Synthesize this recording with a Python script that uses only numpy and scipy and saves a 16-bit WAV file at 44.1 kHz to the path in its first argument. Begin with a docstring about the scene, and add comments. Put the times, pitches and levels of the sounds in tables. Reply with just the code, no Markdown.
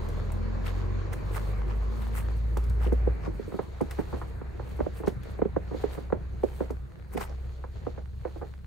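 """A diesel engine rumbles and clatters over the wash of distant traffic, speeds up and drops back.
Then it drones on while someone walks through packed snow and slush in a truck yard.
The engine is a stack of firing harmonics; rumble, traffic and hiss are coloured patchy noise.
Steps are filtered jolts with a wet squelch, ringing grit in the scuffs, snapping ice and popping air,
over the crush and fizz of snow under the sole."""
import sys
import numpy as np
from scipy import signal
from scipy.fft import rfft, irfft, next_fast_len
from scipy.io import wavfile
from scipy.ndimage import uniform_filter1d, map_coordinates

SR = 44100
rng = np.random.default_rng(int(sys.argv[2]) if len(sys.argv) > 2 else 0)


def master_out(mix):
    """Clip the mix to full scale and print it as 16-bit PCM to the path in sys.argv[1]."""
    frames = np.transpose(np.atleast_2d(mix))
    ceiling = np.clip(frames, -1, 1)
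    pcm = np.round(ceiling * 32767).astype(np.int16)
    wavfile.write(sys.argv[1], SR, pcm)


N = 381906  # length in samples

# The sole slides through grit:
# centre_s, relative level_db, half_length_s, middle grain_pitch_hz, relative wet_fizz_db
SCUFFS = [(0.669, -40.5, 0.012, 2200, -53.5), (0.694, -47, 0.014, 1790, -64),
          (1.133, -39.5, 0.0064, 1480, -55), (1.368, -35.5, 0.013, 1177, -49.5),
          (1.705, -44.5, 0.017, 1220, -91), (2.022, -50, 0.011, 1900, -60), (2.18, -41.5, 0.023, 1700, -47),
          (2.842, -42.5, 0.026, 1380, -59.5), (3.255, -40.5, 0.017, 1017, -69),
          (3.921, -45.5, 0.013, 955, -74), (4, -47, 0.016, 1260, -69), (4.98, -56.5, 0.025, 2480, -54.5),
          (5.079, -50, 0.012, 3985, -62), (5.95, -52.5, 0.023, 1600, -66), (7.139, -48.5, 0.014, 1180, -56),
          (7.178, -36.5, 0.006, 1290, -49), (7.213, -34, 0.01, 1060, -49), (7.232, -42.5, 0.017, 1500, -48),
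          (7.298, -47.5, 0.028, 710, -89)]
# Weight rolls over one foot and squeezes the snow:
# centre_s, half_length_s, relative hiss_db, relative wet_fizz_db
STRIDES = [(0.083, 0.24, -64, -69.5), (0.75, 0.11, -58.5, -70), (1.4, 0.13, -58.5, -62),
           (2.094, 0.35, -62.5, -67), (2.857, 0.31, -67.5, -70), (3.524, 0.17, -66, -70),
           (4.084, 0.23, -61, -66), (4.757, 0.19, -65, -70.5), (5.3, 0.078, -62.5, -70.5),
           (5.86, 0.18, -59, -68), (6.566, 0.14, -62, -65.5), (7.414, 0.27, -67.5, -79),
           (7.873, 0.14, -64, -87), (8.377, 0.17, -67, -75)]
# Colour of the hiss in the yard and under the sole: pitch_hz, relative level_db
HISS = [(1500, 7.5), (3000, 7.5), (4400, 12), (5200, 1), (7000, 3.5), (9000, -24), (16000, -36)]


def amp(db):
    """Decibels to gain."""
    return 10 ** (np.asarray(db) / 20)


def unit(x):
    """Scale to rms 1."""
    return x / np.sqrt(np.mean(x ** 2) + 1e-20)


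def along(points, hz):
    """(Hz, value) points read on a log frequency axis."""
    f, v = np.transpose(points)
    return np.interp(np.log(hz + 1), np.log(f + 1), v)


def curves(rows):
    """One value per sample for each column after the time."""
    s, *cols = np.transpose(rows)
    return [np.interp(np.arange(N) / SR, s, c) for c in cols]


def wobble(rate):
    """A smooth random curve with `rate` knots a second."""
    knots = rng.standard_normal(int(N * rate / SR) + 4)
    return map_coordinates(knots, [np.arange(N) * rate / SR])


def filtered(x, response):
    """Filter x by a complex response of frequency."""
    m = next_fast_len(N + 8192)
    return irfft(rfft(x, m) * response(np.fft.rfftfreq(m, 1 / SR)), m)[..., :N]


def causal(gain_db, size=4096):
    """The shortest causal pulse with spectrum gain_db(Hz): its cepstrum is folded onto positive time."""
    cepstrum = irfft(np.log(amp(gain_db(np.fft.rfftfreq(size, 1 / SR))) + 1e-6))
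    cepstrum[1:size // 2] *= 2
    cepstrum[size // 2 + 1:] = 0
    return irfft(np.exp(rfft(cepstrum)))


def add(track, s, sound):
    """Mix a sound into the track at time s."""
    start = max(round(s * SR), 0)
    part = track[..., start:start + sound.shape[-1]]
    part += sound[..., :part.shape[-1]]


def swell(s, half, shape):
    """A rise and fall around time s; shape 1 is pointed, 2 is round."""
    return np.exp(-np.abs((np.arange(N) / SR - s) / half) ** shape)


def running(rows, fade=0.52):
    """1 while a table lasts, fading out over `fade` seconds beyond its ends."""
    first, last = rows[0][0], rows[-1][0]
    return np.interp(np.arange(N) / SR, [first - fade, first, last, last + fade], [0, 1, 1, 0])


def spread(pair, spectrum):
    """Two unrelated signals become mid and side of one coloured stereo sound of rms 1."""
    # How alike left and right are: pitch_hz, correlation
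    alike = [(60, 1), (170, 0.81), (350, 0.62), (650, 0.0075), (1100, 0.13), (3000, 0.078), (6000, 0.33),
             (9000, 1), (13000, 0.47)]
    turn = lambda hz: np.arccos(np.clip(along(alike, hz), -1, 1)) / 2
    mid_side = lambda hz: np.array([np.cos(turn(hz)), np.sin(turn(hz))])
    mid, side = filtered(pair, lambda hz: amp(along(spectrum, hz)) * mid_side(hz))
    return unit(np.array([mid + side, mid - side]))


def rush(spectrum, patchy_db):
    """Coloured stereo noise with smooth time-frequency patches of random gain."""
    z = signal.stft(rng.standard_normal((2, N)), nperseg=512)[2]
    field = uniform_filter1d(rng.standard_normal(z.shape[1:]), size=5, axis=0)
    field = uniform_filter1d(field, size=12, axis=1)
    noise = signal.istft(z * amp(patchy_db * unit(field)), nperseg=512)[1]
    return spread(noise[:, :N], spectrum)


def grains(spectrum, per_second, scatter_db):
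    """Tiny fractures: impulses of uneven size at random moments."""
    sizes = rng.standard_normal((2, N)) * amp(scatter_db * np.clip(rng.standard_normal(N), -2, 2))
    return spread(sizes * (rng.random(N) < per_second / SR), spectrum)


def yard():
    """Exhaust rumble, distant traffic and a faint hiss that drifts in level."""
    # The background sinks as the walker moves on; relative levels:
    # time_s, rumble_db, traffic_db, hiss_db
    levels = [(0.0, -41, -43, -61.5), (1.6, -40.5, -42.5, -63.5), (2.45, -39.5, -48, -67),
              (3.1, -38, -43.5, -68.5), (3.72, -48.5, -49.5, -65), (4.15, -40.5, -47.5, -69),
              (5.9, -42.5, -48.5, -68.5), (6.95, -45, -54.5, -71.5), (8.66, -45.5, -59.5, -73)]
    # Colours: pitch_hz, relative level_db
    rumble_colour = [(18, -27), (30, -9.5), (45, -4), (88, 1), (135, -5.5), (200, -11), (300, -27),
                     (600, -78)]
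    traffic_colour = [(120, 4), (220, 5.5), (400, 4.5), (700, -3.5), (1100, -7), (1600, -8.5), (2300, -13),
                      (3200, -28), (6000, -79)]
    rumble_db, traffic_db, hiss_db = curves(levels)
    rumble = amp(rumble_db + 2.0) * rush(rumble_colour, patchy_db=2.0)
    traffic = amp(traffic_db) * rush(traffic_colour, patchy_db=2.0)
    drift = amp(1.2 * wobble(7))
    hiss = amp(hiss_db + 1.5) * drift * rush(HISS, patchy_db=2.0)
    return rumble + traffic + hiss


def engine_droning():
    """A firing tone; uneven cylinders add a weak line at half the firing rate."""
    # The drone: time_s, firing_hz, relative level_db
    drone = [(3.7, 66.8, -47), (3.91, 65.9, -39.5), (4.4, 63.4, -41), (5.15, 62.5, -41),
             (6.6, 62.94, -39.5), (6.8, 61.9, -38), (6.92, 61.9, -50), (7.08, 61.9, -45.5),
             (7.33, 64.14, -38), (7.94, 65.9, -42), (8.66, 68.76, -44)]
    hz, db = curves(drone)
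    phase = 2 * np.pi * np.cumsum(hz) / SR
    half_rate = amp(-8 + 1.5 * wobble(3)) * np.sin(phase / 2)
    tone = np.sin(phase) + half_rate
    return amp(db + 5.0 + 0.21 * wobble(8.6)) * tone * running(drone)


def engine_pulling():
    """Firing harmonics through the muffler, with mechanical clatter that pulses at the firing rate."""
    # The engine speeds up and drops back: time_s, firing_hz, relative fundamental_db
    pull = [(0.0, 39.9, -35.5), (0.8, 45.55, -30.5), (1.1, 47.25, -36.5), (1.81, 51.93, -27.5),
            (1.98, 54.53, -32.5), (2.16, 54.93, -30), (2.91, 58.27, -25), (3.1, 58.1, -24),
            (3.2, 55.6, -39), (3.3, 52, -33), (3.48, 42.7, -47), (3.7, 39.7, -52)]
    # Second harmonic: time_s, relative level_db
    octave = [(0, -36), (1.35, -38), (1.8, -45.5), (2.05, -47), (2.4, -44.5), (3.1, -46.5), (3.7, -53)]
    # Upper harmonics and clatter fade with distance: time_s, relative level_db
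    near = [(0, -50.5), (1.1, -50), (1.9, -53), (2.7, -62), (3.7, -68)]
    # Muffler gain of the upper harmonics: pitch_hz, gain_db
    muffler = [(120, -7.5), (185, -9), (205, 3.5), (223, 6.5), (240, -5), (300, -11), (370, -7), (480, -60)]
    # Colour of the clatter: pitch_hz, relative level_db
    clatter_colour = [(180, -17), (350, -7), (480, 13.5), (700, -3), (1100, 8), (1500, -22), (2300, -31),
                      (3500, -53), (7000, -49.5)]
    hz, db = curves(pull)
    octave_db, = curves(octave)
    near_db, = curves(near)
    phase = 2 * np.pi * np.cumsum(hz) / SR
    tone = amp(db + 4.0 + 0.13 * wobble(8.8)) * np.sin(phase)
    tone += amp(octave_db + 4.5 + 0.34 * wobble(6.5)) * np.sin(2 * phase)
    for k in np.arange(3, 10):
        level = amp(near_db + 6.0 + along(muffler, k * hz) + 1.8 * wobble(6.6))
        tone += level * np.sin(k * phase + 0.08 * wobble(4.8))
    throb = 1 + .7 * np.sin(phase)
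    clatter = amp(near_db) * throb * grains(clatter_colour, per_second=3500, scatter_db=3)
    return (tone + clatter) * running(pull)


def fizz(stride_shape=1.75, scuff_shape=1.3, rest_db=-78, clump_db=3):
    """Water and air squeeze out of the snow in fine clumps with every stride and scuff."""
    # Colour of the fizz: pitch_hz, relative level_db
    wet_colour = [(3000, -25), (6000, -9), (7700, -4), (8300, 1), (9000, -2), (10800, -5), (12400, -3),
                  (14400, -2), (16000, -7)]
    wet = sum(amp(db) * swell(s, half, stride_shape) for s, half, _, db in STRIDES)
    wet += sum(amp(db) * swell(s, half, scuff_shape) for s, _, half, _, db in SCUFFS)
    level = np.hypot(wet * amp(clump_db * wobble(35)), amp(rest_db))  # never below rest_db
    return level * grains(wet_colour, per_second=6500, scatter_db=0.0)


def strides(shape=4.0):
    """Snow compacts with a low crush and gritty hiss; small lumps give way and stray crumbs crackle."""
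    # Colour of snow compacting under the sole: pitch_hz, relative level_db
    crush_colour = [(120, -3), (250, 0.5), (430, 12), (700, 5), (1100, -2), (1900, -8), (3200, -13.5),
                    (6000, -70)]
    # Colour of lumps and crumbs: pitch_hz, relative level_db
    crumb_colour = [(250, -25), (700, -2), (1500, 0), (2500, -8), (5000, -24), (12000, -40)]
    weight = sum(amp(db) * swell(s, half, shape) for s, half, db, _ in STRIDES)
    crush = amp(10 + 2.1 * wobble(30)) * grains(crush_colour, per_second=900, scatter_db=3.0)
    hiss = amp(2.3 * wobble(25)) * grains(HISS, per_second=3400, scatter_db=1)
    lumps = amp(-3) * grains(crumb_colour, per_second=240, scatter_db=1.5)
    stray = amp(-69) * grains(crumb_colour, per_second=50, scatter_db=3)  # also between strides
    return weight * (crush + hiss + lumps) + stray


def pops(pocket_t60=.028, crack_hz=1000, crack_t60=.0035):
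    """Pockets of air ring in the wet slush; bits of crust crack in about a single dry cycle."""
    # Air pockets pop under the sole: start_s, relative level_db, pitch_hz
    pockets = [(1.365, -29, 1220), (7.1745, -21, 700), (7.211, -31, 680)]
    # Bits of frozen crust crack: start_s, relative level_db
    cracks = [(0.066, -29), (0.2, -27), (0.304, -28), (1.619, -25), (2.069, -26), (2.286, -25)]
    out, t = np.zeros(N), np.arange(SR // 10) / SR
    ring = lambda hz, t60: np.sin(2 * np.pi * hz * t) * amp(-60 * t / t60)
    for s, db, hz in pockets:
        onset = 1 - np.exp(-hz * t)
        add(out, s, amp(db) * ring(hz, pocket_t60) * onset)
    for s, db in cracks:
        add(out, s, amp(db) * ring(crack_hz, crack_t60))
    return out


def ticks(snap_t60=.03, tail_t60=0.3, tail_db=-13, side_share=0.44):
    """Ice crystals snap, then spray fragments: decaying noise; smaller crystals sound higher."""
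    # Crystals: start_s, relative level_db, lowest_pitch_hz (softer below it)
    crystals = [(0.087, -40.5, 5100), (0.32, -39, 7500), (1.1323, -34, 6700), (2.5714, -33.5, 3830),
                (2.639, -43.5, 3950), (2.697, -41.5, 4040), (2.926, -43.5, 4000), (3.811, -39.5, 4750),
                (3.91, -31, 1400), (5.079, -34.5, 3940), (5.233, -41.5, 1600), (6.436, -43.5, 3200),
                (6.706, -42.5, 4000), (7.1745, -37, 2973), (7.211, -38, 3000)]
    # Colour of breaking ice: pitch_hz, relative level_db
    ice = [(600, -21), (2000, 9), (5000, -2), (8300, -1.5), (11000, -3.5), (14500, -5), (16000, -9)]
    out, t = np.zeros((2, N)), np.arange(SR // 5) / SR
    decay = amp(-60 * t / snap_t60) + amp(tail_db - 60 * t / tail_t60)
    for s, db, low_hz in crystals:
        bits = rng.standard_normal((2, len(t))) * amp(0.77 * rng.standard_normal(len(t)))
        mid, side = bits * decay
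        low_cut = [(low_hz / 2, -12), (low_hz, 0)]
        pulse = causal(lambda hz: along(ice, hz) + along(low_cut, hz), size=512)
        pulse /= np.linalg.norm(pulse)
        pair = np.array([mid + side_share * side, mid - side_share * side])
        add(out, s, amp(db - 11.5) * signal.fftconvolve(pair, pulse[None], axes=1))
    return out


def scuffs(count=64, pitch_spread=0.42, life_cycles=1.6, size_db=4, dust_db=-14, side_share=0.8):
    """Each slide breaks a dense cluster of icy grains that ring briefly, over a swell of finer dust."""
    # Colour of the dust: pitch_hz, relative level_db
    grit = [(150, -15), (400, -20), (900, 2), (2000, 20), (3200, 10), (5500, 14), (9000, -1), (16000, -45)]
    out, dust, t = np.zeros((2, N)), np.zeros(N), np.arange(400)
    for s, db, half, grain_hz, _ in SCUFFS:
        when, pitch, size, side = rng.standard_normal((count, 4)).T
        grain_pitches = grain_hz * np.exp(pitch_spread * np.clip(pitch, -2, 2))
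        cycles = np.outer(grain_pitches, t) / SR
        # grains are largest in the middle of the slide, where the pressure peaks
        strength = amp(size_db * np.clip(size, -2, 2)) / np.hypot(1, when)
        rings = strength[:, None] * np.sin(2 * np.pi * cycles) * np.exp(-cycles / life_cycles)
        at = np.round((s + half * when) * SR).astype(int)[:, None] + t
        # every grain reaches the two microphones at its own strengths
        burst = []
        for sign in (1, -1):
            heard = rings * (1 + sign * side_share * side)[:, None]
            burst.append(np.bincount(at.ravel(), heard.ravel(), N)[:N])
        burst = np.array(burst)
        out += amp(db) * burst * 2 * np.sqrt(half * SR) / np.linalg.norm(burst)
        dust += amp(db + dust_db) * swell(s, half, shape=0.76)
    return out + dust * grains(grit, per_second=5000, scatter_db=4)


def thuds(lead=.008, settle_t60=0.13, creep_db=-19, usual_db=-14, tilt_share=0.76, uneven_db=2):
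    """Slush creeps, yields in a soft jolt that falls in pitch, topped by a squelch, then crumbles."""
    # Heel and sole press the slush flat: jolt_s, relative level_db, upper_band_vs_lower_db,
    # body_pitch_hz, crumbling_vs_jolt_db
    presses = [(2.5703, -30.5, 2, 405, -8.5), (2.8629, -29, -28, 380, -6), (2.877, -31.5, -32, 420, -4),
               (2.9226, -20.5, -19, 370, -10), (3.073, -23, -29, 430, -8), (3.2754, -29, -17, 345.5, -1.5),
               (3.394, -30.5, -24, 353, -9.5), (3.4765, -35, -42, 368, -1.5), (3.5219, -34, -10, 380, -12),
               (3.541, -28, -16, 344, -2.5), (3.5915, -24.5, -3.5, 416, -8), (3.808, -27, -15.5, 624, -20),
               (3.8138, -20.5, -12, 324, -7.5), (3.988, -23.5, -7.5, 312, -3.5),
               (4.1288, -36, -1, 460, 1.5), (4.1367, -30, -18, 380, -3.5), (4.2161, -38, 11.5, 410, -2.5),
               (4.415, -37, -1.5, 367.3, -13), (4.5974, -34.5, -1, 422, -6), (4.791, -32, -13, 420, -2),
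               (4.805, -22.5, -17, 473, -11.5), (4.8646, -27, -22.5, 527, -15),
               (5.001, -34.5, -11, 370, -3), (5.0365, -34.5, -6, 427, -0.5),
               (5.0748, -19, -10.5, 360, -7.5), (5.3904, -30.5, -15, 466, -10),
               (5.419, -17, -14, 405, -14.5), (5.4537, -23, -23, 380, -10.5),
               (5.5646, -21, -11.5, 426.4, -13), (5.7124, -33, -16, 419, 1.5),
               (5.744, -29.5, -18, 420, -4.5), (5.8388, -21, -14.5, 426, -10.5),
               (5.977, -33, -8.5, 316, 0.5), (6.1024, -41.5, 4, 450, -12), (6.1255, -19, -12.5, 416, -8),
               (6.4349, -19, -26, 494, -13.5), (6.443, -27.5, -35, 485.6, -7.5),
               (6.6062, -23, -18, 455, -5), (6.704, -29.5, -11, 400, -5.5), (7.147, -33, -21, 322, 6.5),
               (7.1753, -33, -27, 725, -10), (7.6407, -39, 5, 440, -8), (7.868, -27, -17.5, 465.5, -9),
               (7.978, -39, -6.5, 415, -1.5), (8.252, -29, -10, 457, -5.5), (8.359, -41.5, -15, 520, -1),
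               (8.4154, -37.5, -7.5, 428, 5.5)]
    # Colour of a thud whose body pitch is body_ref_hz: pitch_hz, relative level_db
    body_colour = [(60, -55), (150, -5), (270, 4), (420, 2.5), (540, -1), (780, -11), (1050, -17),
                   (1600, -27.5), (2200, -32), (3500, -39), (16000, -69)]
    # Stereo balance: pitch_hz, left_minus_right_db
    pan = [(150, -3), (300, -2.5), (550, -11.5), (900, -2), (1300, 0), (2500, -1)]
    # Slush swallows the treble of a footfall: pitch_hz, gain_db
    soft = [(2100, 0), (2700, -8), (4000, -13), (8000, -26), (16000, -36)]
    body_ref_hz = 424
    # above this pitch a footfall is mostly wet spray; the rest is the clean edge of the jolt
    squelch_hz, squelch_t60, spray_share = 1150, .026, .6
    rebound_s, rebound_db = 0.00602, -11  # the sole settles a second time, after this long on average
    # the foot sinks in: lag of the lowest tones behind the highest, where the lag halves,
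    # and the share of it by which the whole sound is moved early
    sink_s, sink_hz, sink_before = 0.0037, 340, 0.14

    out, t = np.zeros((2, 2, N)), np.arange(SR // 6) / SR - lead  # (below or above squelch_hz, left/right)
    spray = np.arcsin(np.sqrt(spray_share))
    for s, db, upper_db, body_hz, crumble_db in presses:
        # a harder contact is brighter, and no two patches of snow sound alike
        bright = tilt_share * (upper_db - usual_db)
        tilt = [(500, -0.074), (1000, bright), (1800, bright), (3500, -0.9)]
        patch = np.column_stack([np.geomspace(200, 3000, num=16), uneven_db * rng.standard_normal(16)])
        body = lambda hz: along(body_colour, hz * body_ref_hz / body_hz)
        pulse = causal(lambda hz: body(hz) + along(tilt, hz) + along(patch, hz))
        pulse /= np.linalg.norm(pulse)

        bits = rng.standard_normal((3, len(t))) * amp(7.3 * rng.standard_normal(len(t)))
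        bits = bits[0] + 0.5 * bits[1:]  # left and right share a part
        crumble = bits * amp(-60 * np.abs(t) / settle_t60) * (t > .005)
        crumble /= np.linalg.norm(crumble[0])
        squelch = bits * amp(-60 * np.abs(t) / squelch_t60) * (t > 0)
        squelch /= np.linalg.norm(squelch[0])
        creep = rng.standard_normal(len(t)) * np.clip(1 + t / lead, 0, 1) * (t < 0)
        creep /= np.linalg.norm(creep)
        loose = amp(crumble_db) * crumble + amp(creep_db) * creep

        jolt = np.zeros(len(t))
        jolt[round(lead * SR)] = -1
        jolt[round((lead + rebound_s * (.5 + rng.random())) * SR)] -= amp(rebound_db)
        upper = np.cos(spray) * jolt + np.sin(spray) * squelch
        force = loose + np.array([[jolt, jolt], upper])
        add(out, s - lead, amp(db + 25.5) * signal.fftconvolve(force, pulse[None, None], axes=2))

    low_share = lambda hz: 1 / (1 + (hz / squelch_hz) ** 8)
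    steps = filtered(out[0], lambda hz: np.sqrt(low_share(hz)))
    steps += filtered(out[1], lambda hz: np.sqrt(1 - low_share(hz)))
    lag = lambda hz: sink_s * (sink_hz * np.arctan(hz / sink_hz) - hz * sink_before)  # in cycles
    sink = lambda hz: np.exp(-2j * np.pi * lag(hz))
    balance = lambda hz: np.outer([.5, -.5], along(pan, hz))
    return filtered(steps, lambda hz: sink(hz) * amp(along(soft, hz) + balance(hz)))


def scene():
    """Engine and traffic beyond, steps close by."""
    background = yard() + engine_droning() + engine_pulling()
    return background + fizz() + strides() + pops() + ticks() + scuffs() + thuds()


def record(dry, low_hz=29.4, top_hz=15800):
    """The wide stereo microphones delay the low mids on the right and keep only their own band."""
    # The right channel trails: pitch_hz, phase_lag_radians
    lag = [(30, 0), (62, .17), (150, 1.2), (260, 3), (430, 5.8), (650, 9.4), (800, 12.9), (1100, 13.8),
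           (1700, 12.2), (3000, 4 * np.pi)]
    band = lambda hz: (hz < top_hz) * (1 - 1 / (1 + (hz / low_hz) ** 8))
    left_right = lambda hz: np.array([np.ones_like(hz), np.exp(-1j * along(lag, hz))])
    return filtered(dry, lambda hz: band(hz) * left_right(hz))


dry = scene()
out = record(dry)
master_out(out)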